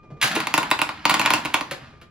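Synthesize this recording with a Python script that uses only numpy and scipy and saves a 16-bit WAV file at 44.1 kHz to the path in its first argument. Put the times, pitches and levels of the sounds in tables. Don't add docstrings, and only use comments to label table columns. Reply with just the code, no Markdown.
import sys
import numpy as np
from scipy import signal
from scipy.fft import rfft, irfft, next_fast_len
from scipy.io import wavfile
from scipy.ndimage import map_coordinates

SR = 44100
rng = np.random.default_rng(int(sys.argv[2]) if len(sys.argv) > 2 else 0)


def transcribe(signal):
    frames = np.atleast_2d(signal).T
    limited = np.clip(frames, -1, 1)
    pcm = np.round(limited * 32767).astype(np.int16)
    wavfile.write(sys.argv[1], SR, pcm)


N = 92610
BLOW_SAMPLES = 8192

# freq_hz, t60_s
ROOM_DECAY = [(100, 0.38), (4000, 0.22), (16000, 0.3)]
# freq_hz, gain_db
ROOM_COLOUR = [(100, -29.5), (400, 2.5), (1200, -1), (2500, -3.5), (5000, 0), (12000, -11)]
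# freq_hz, correlation
ROOM_LIKENESS = [(100, .93), (400, .7), (1200, .15)]
# delay_s, gain_db
NEAR_ECHOES = [(.0067, -12), (0.0158, -27)]
# freq_hz, gain_db
RUMBLE_COLOUR = [(20, -14.5), (70, -2), (140, -2), (300, -13), (700, -23), (2500, -34.5), (16000, -64.5)]
# pitch_hz, rms_db
MOTOR_TONES = [(1200, -60.5), (2415, -70)]
# start_s, level_db
LINKAGE_RUBS = [(0.029, -47), (0.100, -41), (0.164, -47.5), (1.929, -49.5)]
# freq_hz, gain_db
LINKAGE_COLOUR = [(60, -11), (350, 12), (900, -3), (16000, -40)]
# start_s, level_db, pitch_hz
FRAME_THUDS = [(.116, -29, 143), (.235, -24.5, 130), (.364, -21, 322), (.366, -25.5, 439),
               (1.713, -33.5, 144), (1.816, -35, 135)]
# start_s, relative_db, treble_db, bass_db
TRAY_KNOCKS = [(0.2142, 4, -1.5, -20), (0.2259, 10.5, -3, -43), (.231, -2.5, -4, -7), (0.241, 0, 6, 2),
               (.275, 0, -1.5, -18), (.314, -1.5, -5, -9.5), (.352, -1.5, 3.5, 3), (1.711, -3, -2.5, 6),
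               (2.0142, -22, -5.5, 6)]
# freq_hz, gain_db
TRAY_KNOCK_COLOUR = [(25, -69), (140, -11), (450, -2), (950, -3), (1700, 3), (3300, -2.5), (4400, -5),
                     (5600, -11), (16000, -1)]
# time_s, relative_db
ROLL_LEVELS = [(0.198, -61), (0.224, -35), (0.401, -29.5), (.5, -41), (.62, -32.5), (.69, -39),
               (.85, -40.5), (1.028, -46.5), (1.09, -30.5), (1.36, -31), (1.429, -37.5), (1.579, -44),
               (1.721, -46.5), (1.852, -48.5), (2.08, -71)]
# freq_hz, gain_db
RATTLE_COLOUR = [(40, -29), (130, 3), (300, 8), (420, -22), (700, 1), (1000, 2.5), (1700, 2.5),
                 (2700, -1.5), (4500, -8.5), (6500, -19.5), (16000, -22)]
# start_s, relative_db, treble_db, bass_db
BALL_KNOCKS = [(0.363, 7, -12, 8.5), (0.4029, 3, 4.5, -7), (0.4704, 6.5, -1, 2), (0.5401, 13.5, 1, 2),
               (0.5783, 13.5, 0.5, 6.5), (.630, 4, -4.5, 4.5), (0.704, -6, 8, -8.5),
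               (0.7132, 14.5, -3, 2.5), (0.7907, 6, -6, 1), (0.8164, 12.5, 0.5, 1.5), (0.891, 4.5, -8, 1.5),
               (1.0536, 16, -4.5, 1), (1.0953, 12, -2, -0.5), (1.0984, 8, 5, -18), (1.1072, 10, -7, -8),
               (1.1121, 8.5, -4.5, 6.5), (1.1413, 13, 0.5, 1), (1.1466, 1, -5, -5), (1.169, -5, -25, -13),
               (1.1957, 9.5, 0.5, 6.5), (1.2148, 8, -3.5, -4), (1.252, 8, -13, -12), (1.26, 14.5, -3, -4.5),
               (1.275, 5.5, -19, 2), (1.3045, 12.5, 1, 3.5), (1.3364, 13.5, 1, 2.5), (1.4501, -1, 1.5, 13),
               (1.4563, 3.5, -1, 8), (1.5391, -2.5, 3.5, 8), (1.5423, 15.5, -2.5, -1),
               (1.6097, 3, -4.5, 8.5)]
# freq_hz, gain_db
BALL_KNOCK_COLOUR = [(25, -44), (130, -9.5), (300, -5.5), (420, -11.5), (720, -6), (900, 4.5), (1070, 5.5),
                     (1280, -3), (1440, 2.5), (1680, -7), (1900, -1), (2700, 2.5), (3100, -5), (4700, -9),
                     (5800, -16.5), (16000, -4.5)]
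# pitch_hz, relative_db, t60_s
BIN_RESONANCES = [(305, 8, .08), (620, 4, .1), (765, 3, .12), (913, 1, .15), (985, 5, .2), (1036, 4, .22),
                  (1176, 5, .12), (1438, 4, .11), (1860, 7, .1), (2114, 1, .09), (2310, 1, .1),
                  (2409, -1, .08), (2691, 2, .08)]
# freq_hz, gain_db
TREBLE_COLOUR = [(7300, 4.5), (8500, -4), (10700, -2), (13400, -12), (15600, -14), (16400, -41)]
# freq_hz, left_lead_rad
MIC_PHASE = [(400, 0), (4800, -.9), (7500, -2), (10700, -6.3), (13300, -9.4), (15500, -12.6)]


def amp(db):
    return 10 ** (np.asarray(db) / 20)


def unit(x):
    return x / np.sqrt(np.mean(x ** 2) + 1e-20)


def along(points, hz):
    freqs, values = np.transpose(points)
    return np.interp(np.log(hz + 1), np.log(freqs + 1), values)


def filtered(x, response):
    n = x.shape[-1]
    padded = next_fast_len(n + BLOW_SAMPLES)
    return irfft(rfft(x, padded) * response(np.fft.rfftfreq(padded, 1 / SR)), padded)[..., :n]


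def causal(x, gain_db):
    cepstrum = irfft(np.log(amp(gain_db)))
    cepstrum[1:BLOW_SAMPLES // 2] *= 2
    cepstrum[BLOW_SAMPLES // 2 + 1:] = 0
    return irfft(rfft(x) * np.exp(rfft(cepstrum)))


def add(out, start_s, x):
    i = max(round(start_s * SR), 0)
    out[..., i:i + x.shape[-1]] += x[..., :N - i]


def diffuse(pair):
    angle = lambda hz: np.arccos(np.clip(along(ROOM_LIKENESS, hz), -1, 1)) / 2
    mid, side = filtered(pair, lambda hz: np.array([np.cos(angle(hz)), np.sin(angle(hz))]))
    return np.array([mid + side, mid - side])


def in_room(x, pan_db=0, wet_db=0, build_s=0.00047):
    hz, t, noise = signal.stft(rng.standard_normal((2, SR // 2)), SR, nperseg=256)
    t60 = along(ROOM_DECAY, hz)[:, None]
    decay = amp(along(ROOM_COLOUR, hz)[:, None] - 60 * t / t60)
    equal_energy = np.sqrt(2 * np.log(1000) / (t60 * SR))
    envelope = decay * equal_energy * (1 - np.exp(-t / build_s))
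    response = amp(wet_db) * diffuse(signal.istft(noise * envelope, SR, nperseg=256)[1])
    response[:, 0] += amp([pan_db, -pan_db])
    return signal.fftconvolve(x[None], response, axes=1)


def room_tone(rms_db=-55.5):
    noise = diffuse(rng.standard_normal((2, N)))
    return amp(rms_db) * unit(filtered(noise, lambda hz: amp(along(RUMBLE_COLOUR, hz))))


def motor(waver=0.007, flicker_db=2, fade_db_per_s=2.5, wobbles_per_s=40):
    out, t = np.zeros(N), np.arange(N) / SR
    wobble = lambda: map_coordinates(rng.standard_normal(N // 100), [t * wobbles_per_s])
    clock = np.cumsum(1 + waver * wobble()) / SR
    for hz, db in MOTOR_TONES:
        rms = amp(db + flicker_db * wobble() - fade_db_per_s * t)
        out += rms * np.sqrt(2) * np.sin(2 * np.pi * hz * clock)
    return out


def linkage(attack_s=0.0063, t60_s=0.12):
    out, t = np.zeros((2, N)), np.arange(BLOW_SAMPLES) / SR
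    for start_s, db in LINKAGE_RUBS:
        noise = rng.standard_normal(BLOW_SAMPLES)
        rub = unit(filtered(noise, lambda hz: amp(along(LINKAGE_COLOUR, hz))))
        envelope = amp(db - 60 * t / t60_s) * (1 - np.exp(-t / attack_s))
        add(out, start_s, in_room(rub * envelope))
    return out


def frame(attack_s=0.0096, t60_s=0.12):
    out, t = np.zeros(N), np.arange(BLOW_SAMPLES) / SR
    for start_s, db, hz in FRAME_THUDS:
        envelope = amp(db - 60 * t / t60_s) * (1 - np.exp(-t / attack_s))
        add(out, start_s, envelope * np.sin(2 * np.pi * hz * t))
    return out


def contact(colour, treble_db, bass_db, chatter_db, chatter_t60_s, chatter_above_hz):
    push_hz, treble_hz, bass_hz = 6000, 4600, 630
    bend_s, bend_hz = 0.00552, 816
    t, hz = np.arange(BLOW_SAMPLES) / SR, np.fft.rfftfreq(BLOW_SAMPLES, 1 / SR)
    chatter = rng.standard_normal(BLOW_SAMPLES) * amp(-60 * t / chatter_t60_s)
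    chatter /= np.linalg.norm(chatter)
    chatter = filtered(chatter, lambda f: (1j * f / (chatter_above_hz + 1j * f)) ** 2)
    push = np.exp(-2 * np.pi * push_hz * t) * t
    force = push / push.sum() + amp(chatter_db) * chatter
    spread = filtered(force, lambda f: np.exp(-2j * np.pi * bend_s * bend_hz * np.arctan(f / bend_hz)))
    tilt_db = treble_db * hz ** 4 / (hz ** 4 + treble_hz ** 4) + bass_db / (1 + (hz / bass_hz) ** 4)
    return causal(spread, along(colour, hz) + tilt_db)


def tray(gain_db=-4):
    out = np.zeros((2, N))
    for start_s, db, treble_db, bass_db in TRAY_KNOCKS:
        clack = contact(TRAY_KNOCK_COLOUR, treble_db, bass_db,
                        chatter_db=10.5, chatter_t60_s=0.12, chatter_above_hz=190)
        add(out, start_s, amp(db + gain_db) * in_room(clack))
    return out


def rolling(gain_db=-4.5, ticks_per_s=3000, spread_db=4):
    touches = rng.random(N) < ticks_per_s / SR
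    strength = amp(spread_db * np.clip(rng.standard_normal(N), -2, 2))
    ticks = touches * strength * rng.choice([-1, 1], N)
    rattle = unit(filtered(ticks, lambda hz: amp(along(RATTLE_COLOUR, hz))))
    level_db = np.interp(np.arange(N) / SR, *np.transpose(ROLL_LEVELS), left=-np.inf)
    return in_room(rattle * amp(gain_db + level_db))[:, :N]


def bin_ring(click, gain_db=-0.5):
    t = np.arange(BLOW_SAMPLES) / SR
    hz, db, t60 = np.transpose(BIN_RESONANCES)[..., None]
    damping = np.log(1000) / t60
    modes = amp(db + gain_db) * 2 * damping / SR * np.exp(-damping * t) * np.cos(2 * np.pi * hz * t)
    return signal.fftconvolve(click, modes.sum(axis=0))


def balls(gain_db=-0.5):
    out = np.zeros((2, N))
    for start_s, db, treble_db, bass_db in BALL_KNOCKS:
        click = amp(db + gain_db) * contact(BALL_KNOCK_COLOUR, treble_db, bass_db,
                                            chatter_db=3.5, chatter_t60_s=0.019, chatter_above_hz=3240)
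        add(out, start_s, in_room(click, pan_db=-0.6, wet_db=1.5))
        add(out, start_s, bin_ring(click))
        for delay_s, echo_db in NEAR_ECHOES:
            add(out, start_s + delay_s, amp(echo_db) * click)
    return out


def scene():
    return balls() + tray() + linkage() + frame() + rolling() + motor() + room_tone()


def record(dry):
    top_hz = 16900
    ports = lambda hz: np.exp(1j * np.array([[.5], [-.5]]) * along(MIC_PHASE, hz))
    return filtered(dry, lambda hz: amp(along(TREBLE_COLOUR, hz)) * ports(hz) * (hz < top_hz))


dry = scene()
out = record(dry)
transcribe(out)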